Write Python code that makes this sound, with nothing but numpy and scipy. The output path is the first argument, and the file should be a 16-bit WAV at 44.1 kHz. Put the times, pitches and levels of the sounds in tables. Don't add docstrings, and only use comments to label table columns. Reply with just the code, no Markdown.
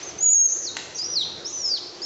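import sys
import numpy as np
from scipy import signal
from scipy.io import wavfile

SR = 44100
rng = np.random.default_rng(int(sys.argv[2]) if len(sys.argv) > 2 else 0)


def to_wav(s):
    ch = np.atleast_2d(s).T
    pcm = np.round(np.clip(ch, -1, 1) * 32767)
    wavfile.write(sys.argv[1], SR, pcm.astype(np.int16))


def undo_db(level):
    steps = np.asarray(level, float) / 20
    return 10 ** steps


N = 90404
ROOM_T60_S = 0.81


def band(x, low_hz, high_hz):
    return signal.sosfilt(signal.butter(2, [low_hz, high_hz], "band", fs=SR, output="sos"), x)


def drift(rate):
    r = np.exp(-2 * np.pi * rate / SR)
    white = rng.standard_normal(N + SR)
    slow = signal.lfilter([1], [1, -2 * r, r * r], white)[SR:]
    return (slow - slow.mean()) / slow.std()


def ring(x, hz, t60):
    r = 10 ** (-3 / (t60 * SR))
    w = 2 * np.pi * hz / SR
    return signal.lfilter([0, np.sin(w)], [1, -2 * r * np.cos(w), r * r], x + 1e-18)


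def linger():
    start_db, low_hz, high_hz = -40, 1070, 6500
    wash = band(rng.standard_normal(N), low_hz, high_hz)
    t = np.arange(N) / SR
    return undo_db(start_db - 60 * t / ROOM_T60_S) * wash / wash.std()


def rumble():
    # time in seconds, level in dB.
    rumble_levels = [(0.0, -59.5), (0.159, -50), (0.27, -68), (0.471, -65), (0.54, -59.5), (1.35, -51),
                     (1.422, -56), (2.05, -61.5)]
    low_hz, high_hz = 68.6, 189
    low = band(rng.standard_normal(N), low_hz, high_hz)
    low = band(low, low_hz, high_hz * 2)
    return low / low.std() * undo_db(np.interp(np.arange(N) / SR, *np.transpose(rumble_levels)))


def hush():
    # frequency in Hz, relative density in dB per Hz.
    hush_spectrum = [(130, -55.5), (220, -12.5), (367, 0), (700, -5.5), (800, -7), (1810, -13.5),
                     (4250, -15), (6680, -13.5), (8000, -28.5), (10400, -60)]
    hush_db, flicker_db, flicker_per_s = -43.5, 2.3, 5.1
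    hum_hz, hum_width_hz, hum_db = 352, 22, -53
    edges = 160 * 2 ** np.arange(0, 6, 1 / 3)
    white = rng.standard_normal((2, N))
    f, db = np.transpose(hush_spectrum)
    flicker = [drift(flicker_per_s) for _ in range(5)]
    out = np.zeros(N)
    for k, (low, high) in enumerate(zip(edges, edges[1:])):
        density_db = np.interp(np.log(low * high) / 2, np.log(f), db)
        out += band(white[k % 2], low, high) * undo_db(density_db + flicker_db * flicker[k % 5])
    hum_t60 = np.log(1000) / (np.pi * hum_width_hz)
    hum = ring(rng.standard_normal(N), hum_hz, hum_t60)
    return undo_db(hush_db) * out / out.std() + undo_db(hum_db) * hum / hum.std()


def room(x):
    room_db, onset_s = -6, 0.0041
    bright_hz, bright_width_hz, bright_db, bright_t60_s = 3920, 920, 1, 0.63
    t = np.arange(SR) / SR
    noise = rng.standard_normal(SR) * np.clip(t / onset_s, 0, 1)
    bright = band(noise, bright_hz - bright_width_hz / 2, bright_hz + bright_width_hz / 2)
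    tail = noise * undo_db(-60 * t / ROOM_T60_S)
    tail = tail + bright * undo_db(bright_db - 60 * t / bright_t60_s)
    tail = tail / np.sqrt(np.sum(tail ** 2))
    return undo_db(room_db) * signal.fftconvolve(x, tail)[:N]


def cage_tick():
    # time in seconds, strength of the click in dB.
    beak_clicks = [(.7679, -13.5)]
    # frequency in Hz, level in dB relative to the click, 60 dB decay time in seconds.
    wire_modes = [(900, -18, .012), (1900, -11, .02), (2800, -8, .008), (4600, -14, .01), (6500, -11, .012),
                  (7700, -16, .008)]
    crack_db, crack_t60_s, crack_low_hz = -3, .025, 800
    clicks = np.zeros(N)
    for s, db in beak_clicks:
        clicks[int(s * SR)] = undo_db(db)
    t = np.arange(SR // 10) / SR
    noise = band(rng.standard_normal(len(t)), crack_low_hz, .4 * SR)
    crack = undo_db(crack_db - 60 * t / crack_t60_s) * noise
    wires = sum(undo_db(db) * ring(clicks, hz, t60) for hz, db, t60 in wire_modes)
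    return np.convolve(clicks, crack)[:N] + band(wires, crack_low_hz / 2, .4 * SR)


def rasps():
    # start in seconds, length in seconds, middle in Hz, width in Hz, level in dB before windowing.
    noise_bursts = [(0.222, 0.0078, 6640, 967, -30.5), (0.279, 0.05, 7160, 700, -25.5),
                    (0.482, 0.017, 5300, 1580, -33.5), (0.493, 0.031, 5830, 800, -34.5),
                    (1.489, 0.046, 6500, 1390, -40)]
    out = np.zeros(N)
    for s, length, hz, width_hz, db in noise_bursts:
        noise = band(rng.standard_normal(SR // 4), hz - width_hz / 2, hz + width_hz / 2)[SR // 8:]
        n, start = int(length * SR), int(s * SR)
        out[start:start + n] = undo_db(db) * noise[:n] / noise.std() * np.hanning(n) ** .5
    return out


def chicks():
    # time in seconds, pitch in Hz, RMS level of the fundamental in dB.
    peep_tracks = [
        [(.022, 5850, -50), (.034, 6150, -30), (.055, 6650, -44), (.07, 6350, -37), (.093, 6120, -33),
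         (.105, 5600, -44), (.125, 4100, -52)],
        [(.288, 6950, -24.5), (.312, 7020, -18), (.335, 7110, -16.5), (.353, 6950, -22.5)],
        [(.615, 5600, -52), (.665, 4400, -47)],
        [(1.545, 5300, -52), (1.585, 4850, -51), (1.625, 4500, -55)],
        [(.18, 5925, -47.5), (.19, 6170, -27.5), (.2, 6425, -41), (.214, 6760, -22), (.222, 6815, -25),
         (.228, 6850, -19), (.248, 6864, -15.5), (.274, 6705, -11), (.318, 6867, -8.5), (.352, 6576, -8.5),
         (.38, 6547, -7), (.45, 6508, -10.5), (.463, 6508, -5), (.475, 6427, -18.5), (.5, 6148, -21.5),
         (.526, 6110, -26.5), (.545, 6320, -28.5), (.61, 6060, -43.5), (.628, 6040, -39), (.65, 5870, -30.5),
         (.664, 5200, -33), (.676, 4336, -28), (.693, 3772, -33.5), (.705, 3680, -45)],
        [(.5, 6510, -59), (.52, 6554, -15), (.535, 6976, -28.5), (.57, 7290, -48), (.585, 6660, -60)],
        [(.946, 6220, -39), (.967, 6400, -35), (.985, 6250, -36), (1.0, 5880, -37)],
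        [(.955, 5600, -63.5), (.975, 4830, -46), (.99, 4370, -41)],
        [(.968, 6950, -46), (.985, 7030, -43), (1.005, 6800, -48), (1.025, 6450, -51)],
        [(.946, 5690, -41.5), (.965, 5820, -36.5), (.98, 5600, -41.5), (.992, 4885, -25.5), (1.005, 4800, -28),
         (1.04, 5250, -33.5), (1.07, 5740, -33)],
        [(1.01, 3970, -48), (1.03, 4470, -45.5), (1.048, 5080, -26.5)],
        [(1.042, 5704, -31.5), (1.085, 5800, -34), (1.128, 5860, -25.5), (1.144, 5310, -27.5),
         (1.151, 5330, -37), (1.158, 4900, -21), (1.178, 4235, -20), (1.197, 3873, -26.5), (1.212, 3748, -25.5),
         (1.228, 3210, -29), (1.24, 2910, -53)],
        [(1.448, 4952, -34), (1.466, 5536, -27.5), (1.481, 6040, -33.5), (1.492, 6280, -38.5)],
        [(1.45, 6480, -54), (1.48, 6600, -40.5), (1.51, 6590, -38), (1.53, 6800, -53), (1.57, 7060, -49),
         (1.59, 6750, -43.5), (1.64, 6740, -45), (1.687, 6640, -34.5), (1.7, 5855, -40), (1.722, 5300, -26),
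         (1.748, 4620, -46)],
        [(1.526, 5980, -37.5), (1.542, 6090, -31), (1.57, 6090, -28.5), (1.59, 5800, -34), (1.62, 5630, -30.5),
         (1.664, 5185, -22), (1.686, 5203, -25.5), (1.7, 4840, -29.5), (1.74, 4666, -19), (1.76, 4130, -30),
         (1.785, 2880, -43.5)],
        [(2.018, 4600, -31), (2.03, 5200, -33), (2.055, 5400, -30)],
        [(2.017, 6720, -46), (2.055, 6720, -41)],
    ]
    edge_s, octave_db = 0.0038, -24
    flutter_db, flutter_per_s, waver_hz = 2, 104, 15
    aimed_from_db, aimed_share = -25.5, 0.54
    t = np.arange(N) / SR
    out = np.zeros((2, N))
    soft = np.hanning(int(edge_s * SR) + 3)
    soft = soft / soft.sum()
    for rows in peep_tracks:
        s, hz, db = np.transpose(rows)
        pitch = np.convolve(np.interp(t, s, hz), soft, "same") + waver_hz * drift(flutter_per_s)
        phase = 2 * np.pi * (np.cumsum(pitch) / SR + rng.random())
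        level_db = np.interp(t, s, db)
        sounding = (t > s[0]) * (t < s[-1])
        swell = np.convolve(undo_db(level_db) * sounding, soft, "same")
        swell = swell * undo_db(flutter_db * drift(flutter_per_s))
        voice = np.sqrt(2) * swell * (np.sin(phase) + undo_db(octave_db) * np.sin(2 * phase))
        missed_db = aimed_share * np.maximum(level_db - aimed_from_db, 0)
        out += [voice, voice * undo_db(-missed_db)]
    return out


def scene():
    birds, sent = chicks() + rasps()
    tick = cage_tick()
    reflected = room(sent + undo_db(6.5) * tick)
    mix = birds + tick + reflected + hush() + rumble() + linger()
    return np.tile(mix, (2, 1))


def top_cut(x):
    return signal.sosfilt(signal.butter(12, 8330, fs=SR, output="sos"), x)


def record(dry):
    hold_down_from_db, hold_down_share = -24, 0.51
    level_smoothing_s, gain_smoothing_s = 0.012, 0.01
    rolloff_hz, cutoff_hz = 8080, 8766
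    a = np.exp(-1 / (level_smoothing_s * SR))
    r = np.exp(-1 / (gain_smoothing_s * SR))
    power = signal.lfilter([1 - a], [1, -a], dry[0] ** 2)
    level_db = 10 * np.log10(power + 1e-9)
    cut_db = hold_down_share * np.maximum(level_db - hold_down_from_db, 0)
    x = dry * undo_db(-signal.lfilter([1 - r], [1, -r], cut_db))
    x = signal.sosfilt(signal.butter(6, rolloff_hz, fs=SR, output="sos"), x)
    x = signal.sosfilt(signal.cheby2(10, 50, cutoff_hz, fs=SR, output="sos"), x)
    return top_cut(x)


dry = scene()
out = record(dry)
to_wav(out)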